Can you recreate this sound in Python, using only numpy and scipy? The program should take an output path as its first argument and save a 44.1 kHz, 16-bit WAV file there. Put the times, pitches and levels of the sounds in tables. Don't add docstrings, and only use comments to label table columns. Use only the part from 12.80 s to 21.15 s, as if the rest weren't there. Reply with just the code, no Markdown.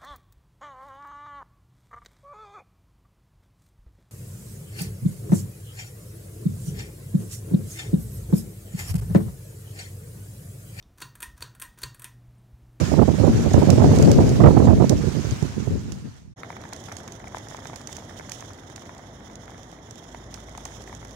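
import sys
import numpy as np
from scipy import signal
from scipy.fft import rfft, irfft
from scipy.io import wavfile
from scipy.ndimage import uniform_filter1d

SR = 44100
rng = np.random.default_rng(int(sys.argv[2]) if len(sys.argv) > 2 else 0)


def generate_wav(signal):
    frames = np.transpose(np.atleast_2d(signal))
    scaled = np.clip(frames, -1, 1) * 32767
    pcm = np.round(scaled).astype(np.int16)
    wavfile.write(sys.argv[1], SR, pcm)


N = 368235
TIME = np.arange(N) / SR
SHUT_S = 3.55

# t/s, relative peak/dB, ring/Hz
FRAME_DROPS = [(0.7346, -20, 7130), (0.9022, -15.5, 7400), (1.1606, -23.5, 6250), (1.1862, -23, 7370),
               (1.2249, -17, 7340), (1.3153, -18, 5900), (1.4923, -24, 6650), (2.0946, -13.5, 5500),
               (2.5097, -26, 6600), (2.6257, -30, 6740), (3.1207, -28.5, 6800), (3.932, -28, 4450),
               (3.9629, -30.5, 6080), (4.1219, -27.5, 6100), (4.1674, -27.5, 6680), (4.2775, -30.5, 6700),
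               (4.3212, -30, 6300), (4.685, -30, 5400), (4.7676, -35, 6400), (4.8702, -28.5, 6330),
               (4.9591, -27.5, 4320), (5.0724, -24.5, 6300), (5.1275, -26.5, 7100), (5.1667, -27.5, 6180),
               (5.4952, -28, 6640), (5.5183, -21, 5890), (5.6067, -29.5, 6400), (5.9604, -29.5, 6400),
               (6.555, -33, 6600), (6.8316, -35.5, 5900), (7.1092, -31.5, 6140), (7.1796, -41, 5690),
               (7.5413, -26.5, 5380), (7.7753, -30.5, 6500), (7.8529, -23, 6280), (8.1494, -31.5, 6730)]
# f/Hz, left/dB, right/dB
FRAME_EQ = [(300, -9, -20), (1570, -11.5, -8.5), (2800, -20, -5), (3320, -15.5, -4.5), (4340, -16, -4),
            (6540, -13.5, 3.5), (8240, -25, -6.5), (11000, -18, -13), (14600, -36, -21.5)]
# t/s, level/dB
RAIN_SWELL = [(3.62, -50), (3.8, -50), (4.26, -49), (4.44, -51), (4.58, -50), (6.24, -51.5), (6.52, -51.5),
              (7.02, -53), (8.0, -51), (8.34, -51.5)]
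# t/s, level/dB
HISS_SWELL = [(3.62, -58.5), (4.1, -56), (4.44, -59), (4.56, -56), (5.0, -57), (5.55, -56), (6.36, -60),
              (6.62, -60), (7.7, -58.5), (7.95, -56), (8.34, -57.5)]


def gain_of(db):
    return 10 ** (np.asarray(db) / 20)


def unit_rms(x):
    return x / np.sqrt(np.mean(x ** 2) + 1e-20)


def curve(rows):
    return np.interp(TIME, *np.transpose(rows))


def spectrum_at(rows, hz):
    f, *columns = np.transpose(rows)
    return np.array([np.interp(np.log(hz + 1), np.log(f + 1), c) for c in columns])


def equalise(x, rows):
    gain_db = spectrum_at(rows, abs(np.fft.fftfreq(2048, 1 / SR)))
    response = np.exp(np.conj(signal.hilbert(np.log(gain_of(gain_db)))))
    impulse = np.fft.ifft(response).real[:, :1024]
    return signal.oaconvolve(x * np.ones((2, 1)), impulse, axes=1)[:, :x.shape[-1]]


def band(x, lo_hz, hi_hz):
    return signal.sosfilt(signal.butter(4, [lo_hz, hi_hz], "band", fs=SR, output="sos"), x.mean(0))


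def wander(rate_hz):
    low_pass = 1 + (np.fft.rfftfreq(N, 1 / SR) / rate_hz) ** 4
    return unit_rms(irfft(rfft(rng.standard_normal(N)) / low_pass, N))


def add(mix, start_s, sound):
    part = mix[:, round(start_s * SR):][:, :sound.shape[1]]
    part += sound[:, :part.shape[1]]


def rain_noise(grain, per_s, spread_db):
    noise = rng.standard_normal(N)
    size = gain_of(spread_db * np.minimum(rng.exponential(1, N), 4))
    clicks = size * rng.choice([-1, 1], N) * (rng.random(N) < per_s / SR)
    return noise + grain * unit_rms(clicks)


def shimmer(x, depth_db):
    spectra = signal.stft(x, nperseg=512)[2]
    patches = uniform_filter1d(rng.standard_normal(spectra.shape), size=5, axis=1)
    patches = unit_rms(uniform_filter1d(patches, size=7, axis=2))
    return signal.istft(spectra * gain_of(depth_db * patches))[1][:, :N]


def gust(start_s, hold_s, attack_s=0.0042, release_s=0.013, slap_db=3.5, slap_s=0.0079):
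    age = np.maximum(TIME - start_s, 0)
    slap = gain_of(slap_db * np.exp(-age / slap_s))
    release = np.exp(-np.maximum(age - hold_s, 0) / release_s)
    return np.minimum(age / attack_s, 1) * slap * release


def wind(port, breeze, trim_db, corner_hz, opening, steepness, flutter_db):
    # t/s, length/s, strength/dB, port
    gusts = [(0, 0.022, -13, "right"), (0.114, 0.03, -12, "right"), (0.162, 0.069, -8.5, "right"),
             (.271, 0.075, -13.5, "right"), (0.394, 0.1, -8.5, "right"), (0.479, 0.13, -17, "left"),
             (0.638, 0.04, -15, "right"), (0.739, 0.03, -5.5, "right"), (0.774, 0.027, -13.5, "left"),
             (0.812, 0.013, -6.5, "right"), (0.869, .06, -10.5, "right"), (.915, 0.033, -18, "left"),
             (0.967, 0.154, -11, "right"), (1.026, 0.081, -14, "left"), (1.216, 0.079, -11, "left"),
             (1.34, 0.067, -15.5, "left"), (1.381, 0.039, -7, "right"), (1.6, 0.083, -2.5, "right"),
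             (1.623, 0.067, -16, "left"), (1.717, 0.016, -11, "right"), (1.788, 0.058, -11.5, "right"),
             (1.826, .04, -15.5, "left"), (1.862, 0.055, -9.5, "right"), (1.944, 0.035, -16.5, "left"),
             (1.999, 0.047, -9, "right"), (2.052, 0.14, -23, "left"), (2.098, 0.029, -11, "right"),
             (2.266, 0.021, -13, "right"), (2.345, 0.066, -19.5, "right"), (2.443, .05, -21, "right"),
             (2.512, 0.02, -21, "left"), (2.62, .025, -18.5, "right"), (2.765, 0.047, -25, "right"),
             (2.87, 0.0098, -15.5, "right"), (2.903, 0.065, -21.5, "left"), (3.236, 0.046, -33, "left")]
    # f/Hz, level/dB
    port_eq = [(20, -9), (40, -12), (62, -4), (85, 0.5), (125, 1), (200, -2.5), (400, -9.5), (800, -15.5),
               (1600, -27.5), (4000, -30)]
    blows = [gain_of(db) * gust(s, length) for s, length, db, side in gusts if side == port]
    strength = np.linalg.norm([gain_of(curve(breeze)), *blows], axis=0)
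    strength_db = 20 * np.log10(strength) + flutter_db * wander(68)
    hz, t, spectra = signal.stft(rng.standard_normal(N), SR, nperseg=512, noverlap=384)
    corner = corner_hz * gain_of(opening * (np.interp(t, TIME, strength_db) + 16.5))
    spectra = spectra / np.sqrt(1 + (hz[:, None] / corner) ** steepness)
    eddies = equalise(signal.istft(spectra, nperseg=512, noverlap=384)[1][:N], port_eq)[0]
    power = uniform_filter1d(uniform_filter1d(eddies ** 2, size=900), size=900)
    push = uniform_filter1d(uniform_filter1d(gain_of(strength_db + trim_db), size=80), size=80)
    low_cut = signal.butter(6, 55, "high", fs=SR, output="sos")
    return signal.sosfilt(low_cut, eddies / np.sqrt(power + 1e-20) * push)


def open_rain(trim_db=1, flicker_db=1.08):
    # t/s, level/dB
    fader = [(0.0, -40.5), (0.22, -47.5), (0.44, -44.5), (1.24, -41), (1.94, -48), (2.48, -46.5),
             (3.0, -54), (3.38, -62.5), (3.52, -74.5)]
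    # f/Hz, left/dB, right/dB
    hiss_eq = [(60, -18.5, -8), (400, -0.5, 7.5), (864, 4, -2), (1500, -2.5, 0.5), (2530, -5.5, -5),
               (3950, -8, -5.5), (5100, -12.5, -3), (6520, -17.5, -1), (7870, -23, -7.5),
               (11060, -22.5, -17.5), (14800, -30.5, -23.5)]
    ports = [rain_noise(grain=0.55, per_s=1500, spread_db=3.2) * gain_of(flicker_db * wander(27))
             for _ in range(2)]
    hiss = shimmer(equalise(np.array(ports), hiss_eq), depth_db=2)
    return hiss / band(hiss, 2500, 9000).std() * gain_of(curve(fader) + trim_db)


def drop(hz, eq, ring, ring_s, splash_s, attack_s, tail_db, tail_s):
    t = np.arange(6000) / SR
    tone = np.sin(2 * np.pi * hz * t) * np.exp(-t / ring_s)
    tail = gain_of(tail_db) * np.exp(-t / tail_s) * (1 - t / t[-1])
    splash = rng.standard_normal((2, len(t))) * (np.exp(-t / splash_s) + tail)
    return equalise((ring * tone + splash) * (1 - np.exp(-t / attack_s)), eq)


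def scatter(fraction, swell):
    when = SHUT_S + fraction * (TIME[-1] - SHUT_S)
    return when, np.interp(when, *np.transpose(swell)) - np.mean(swell, axis=0)[1]


def frame_ticks(trim_db=-1, lag_s=0.0001, faint_count=80):
    fraction, size, pitch = rng.random((faint_count, 3)).T
    when, swell_db = scatter(fraction, HISS_SWELL)
    faint_db = -46 + swell_db - 4 * np.log(size + 0.014)
    out = np.zeros((2, N))
    for s, db, hz in [*FRAME_DROPS, *zip(when, faint_db, 5100 * 1.45 ** pitch)]:
        tick = drop(hz, FRAME_EQ, ring=0.98, ring_s=0.00063, splash_s=0.0019, attack_s=0.00046,
                    tail_db=-28.5, tail_s=0.072)
        peak = abs(band(tick, 4000, 15000)).max()
        add(out, s + lag_s, tick / peak * gain_of(db + trim_db))
    return out


def muffled_rain():
    # f/Hz, left/dB, right/dB
    wash_eq = [(29.8, -21, -25), (58.6, -5.5, -4.5), (104.4, 5, 5.5), (175, -3, -3.5), (232, -1.5, -1),
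               (304, -4.5, -4.5), (583, -9, -7.5), (643, -7, -5.5), (905, -11, -11), (1390, -18.5, -15.5),
               (2000, -20.5, -12.5), (2620, -51, -34.5), (4000, -68, -29), (12000, -69, -66)]
    # f/Hz, left-right correlation
    image = [(60, 1), (180, 1), (550, 0.75), (1650, 0), (4970, 1), (15000, -0.0)]
    left, other = (rfft(rain_noise(grain=0.21, per_s=700, spread_db=2.7)) for _ in range(2))
    alike = spectrum_at(image, np.fft.rfftfreq(N, 1 / SR))[0]
    right = alike * left + np.sqrt(1 - alike ** 2) * other
    wash = equalise(irfft(np.array([left, right]), N), wash_eq)
    return wash / band(wash, 500, 2200).std() * gain_of(curve(RAIN_SWELL))


def hiss_lift(max_db=2.5, decay_s=0.075):
    lift = sum(gain_of(db + 26.5) * (TIME > s) * np.exp(-abs(TIME - s) / decay_s)
               for s, db, _ in FRAME_DROPS)
    return max_db * np.tanh(lift)


def treble_hiss(thin_trim_db=-1, broad_db=-64, flicker_db=2.5):
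    # f/Hz, left/dB, right/dB
    thin_eq = [(1500, -39, -61), (2590, -42, -6.5), (3200, -34, 11), (3630, -39, 11), (3900, -42, 2),
               (4700, -50, -16), (5200, -1, 8), (6960, -50, 8.5), (8300, -51, -36), (9150, -24, -9),
               (10740, -44, -4.5), (11800, -49, -32), (14500, -25, -12)]
    level_db = curve(HISS_SWELL) + hiss_lift()
    excess_db = level_db - np.mean(HISS_SWELL, axis=0)[1]
    thin = shimmer(equalise(rng.standard_normal((2, N)), thin_eq), depth_db=1)
    thin *= gain_of(level_db + thin_trim_db) / band(thin, 3000, 10000).std()
    grainy = np.array([rain_noise(grain=0.5, per_s=2500, spread_db=1.3) for _ in range(2)])
    broad = shimmer(equalise(grainy, FRAME_EQ), depth_db=3)
    broad *= gain_of(broad_db + 2 * excess_db) / band(broad, 3000, 10000).std()
    return (thin + broad) * gain_of(flicker_db * wander(32))


def hum(hz=54, trim_db=-1, fifth_db=-8, waver=0.0037):
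    # t/s, level/dB
    fader = [(3.6, -64), (4.2, -70), (4.35, -54), (5.9, -59), (6.08, -71), (6.25, -54), (6.9, -53),
             (7.08, -73), (7.35, -47.5), (8.35, -48.5)]
    phase = 2 * np.pi * np.cumsum(hz * (1 + waver * wander(4.9))) / SR
    drone = np.sin(phase) + gain_of(fifth_db) * np.sin(1.5 * phase)
    return unit_rms(drone) * gain_of(curve(fader) + trim_db)


def pane_taps(lag_s=0.00027, light_count=120):
    # t/s, peak/dB, ring/Hz
    heavy_drops = [(3.633, -24, 1290), (3.703, -25.5, 910), (3.767, -31, 1230), (3.838, -32, 1190),
                   (3.928, -30.5, 993), (4.117, -30, 1180), (4.546, -23.5, 1010), (4.569, -29, 958),
                   (4.746, -29, 990), (4.855, -29, 895), (4.898, -31.5, 1170), (4.932, -32.5, 953),
                   (5.408, -34, 969), (5.624, -31.5, 996), (6.093, -32.5, 993), (6.696, -38, 895),
                   (7.346, -29.5, 930), (7.75, -32.5, 955), (7.779, -29.5, 902), (7.858, -32, 990),
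                   (8.127, -31.5, 920)]
    # f/Hz, left/dB, right/dB
    glass_eq = [(150, -28, -17), (445, -1, 1), (695, 8, 9.5), (1270, 5, -2.5), (2200, -0.5, 6),
                (2860, -19, -14), (3640, -26, -7), (4400, -22, -14), (11800, -33, -27)]
    fraction, pitch, size = rng.random((light_count, 3)).T
    when, swell_db = scatter(fraction, RAIN_SWELL)
    light_db = -42 + 2 * swell_db - 4.5 * np.log(size + 0.17)
    out = np.zeros((2, N))
    for s, db, hz in [*heavy_drops, *zip(when, light_db, 700 * 3.2 ** pitch)]:
        tap = drop(hz, glass_eq, ring=0.41, ring_s=0.0013, splash_s=0.0014, attack_s=0.000089,
                   tail_db=-21.5, tail_s=0.035)
        peak = abs(band(tap, 700, 2800)).max()
        add(out, s + lag_s, tap / peak * gain_of(db))
    return out


def scene():
    # t/s, strength/dB
    breeze_left = [(0, -33), (.42, -32), (1.28, -14), (2.0, -26), (2.3, -36.5), (2.8, -37.5), (3.12, -33),
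                   (3.38, -50.5), (3.54, -49.5)]
    breeze_right = [(0, -21), (.62, -21.5), (1.1, -14.5), (1.55, -14.5), (1.9, -12.5), (2.2, -19.5),
                    (2.58, -32), (3.02, -27.5), (3.4, -46.5), (3.54, -45)]
    left = wind("left", breeze_left, trim_db=1.8, corner_hz=452, opening=0.15,
                steepness=6.1, flutter_db=2)
    right = wind("right", breeze_right, trim_db=-0.5, corner_hz=450, opening=0.53,
                 steepness=5.6, flutter_db=3.5)
    window_open = np.array([left, right]) + open_rain()
    window_shut = muffled_rain() + treble_hiss() + pane_taps() + hum()
    fade_out = np.clip((SHUT_S - 0.01 - TIME) / 0.01, 0, 1)
    fade_in = np.clip((TIME - SHUT_S - 0.01) / 0.025, 0, 1)
    return fade_out * window_open + fade_in * window_shut + frame_ticks()


def record(dry, knee=5, top_hz=15900):
    clipped = dry / (1 + abs(dry) ** knee) ** (1 / knee)
    high_cut = signal.firwin(511, top_hz, window=("kaiser", 9), fs=SR)
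    return signal.oaconvolve(clipped, high_cut[None], "same")


dry = scene()
out = record(dry)
generate_wav(out)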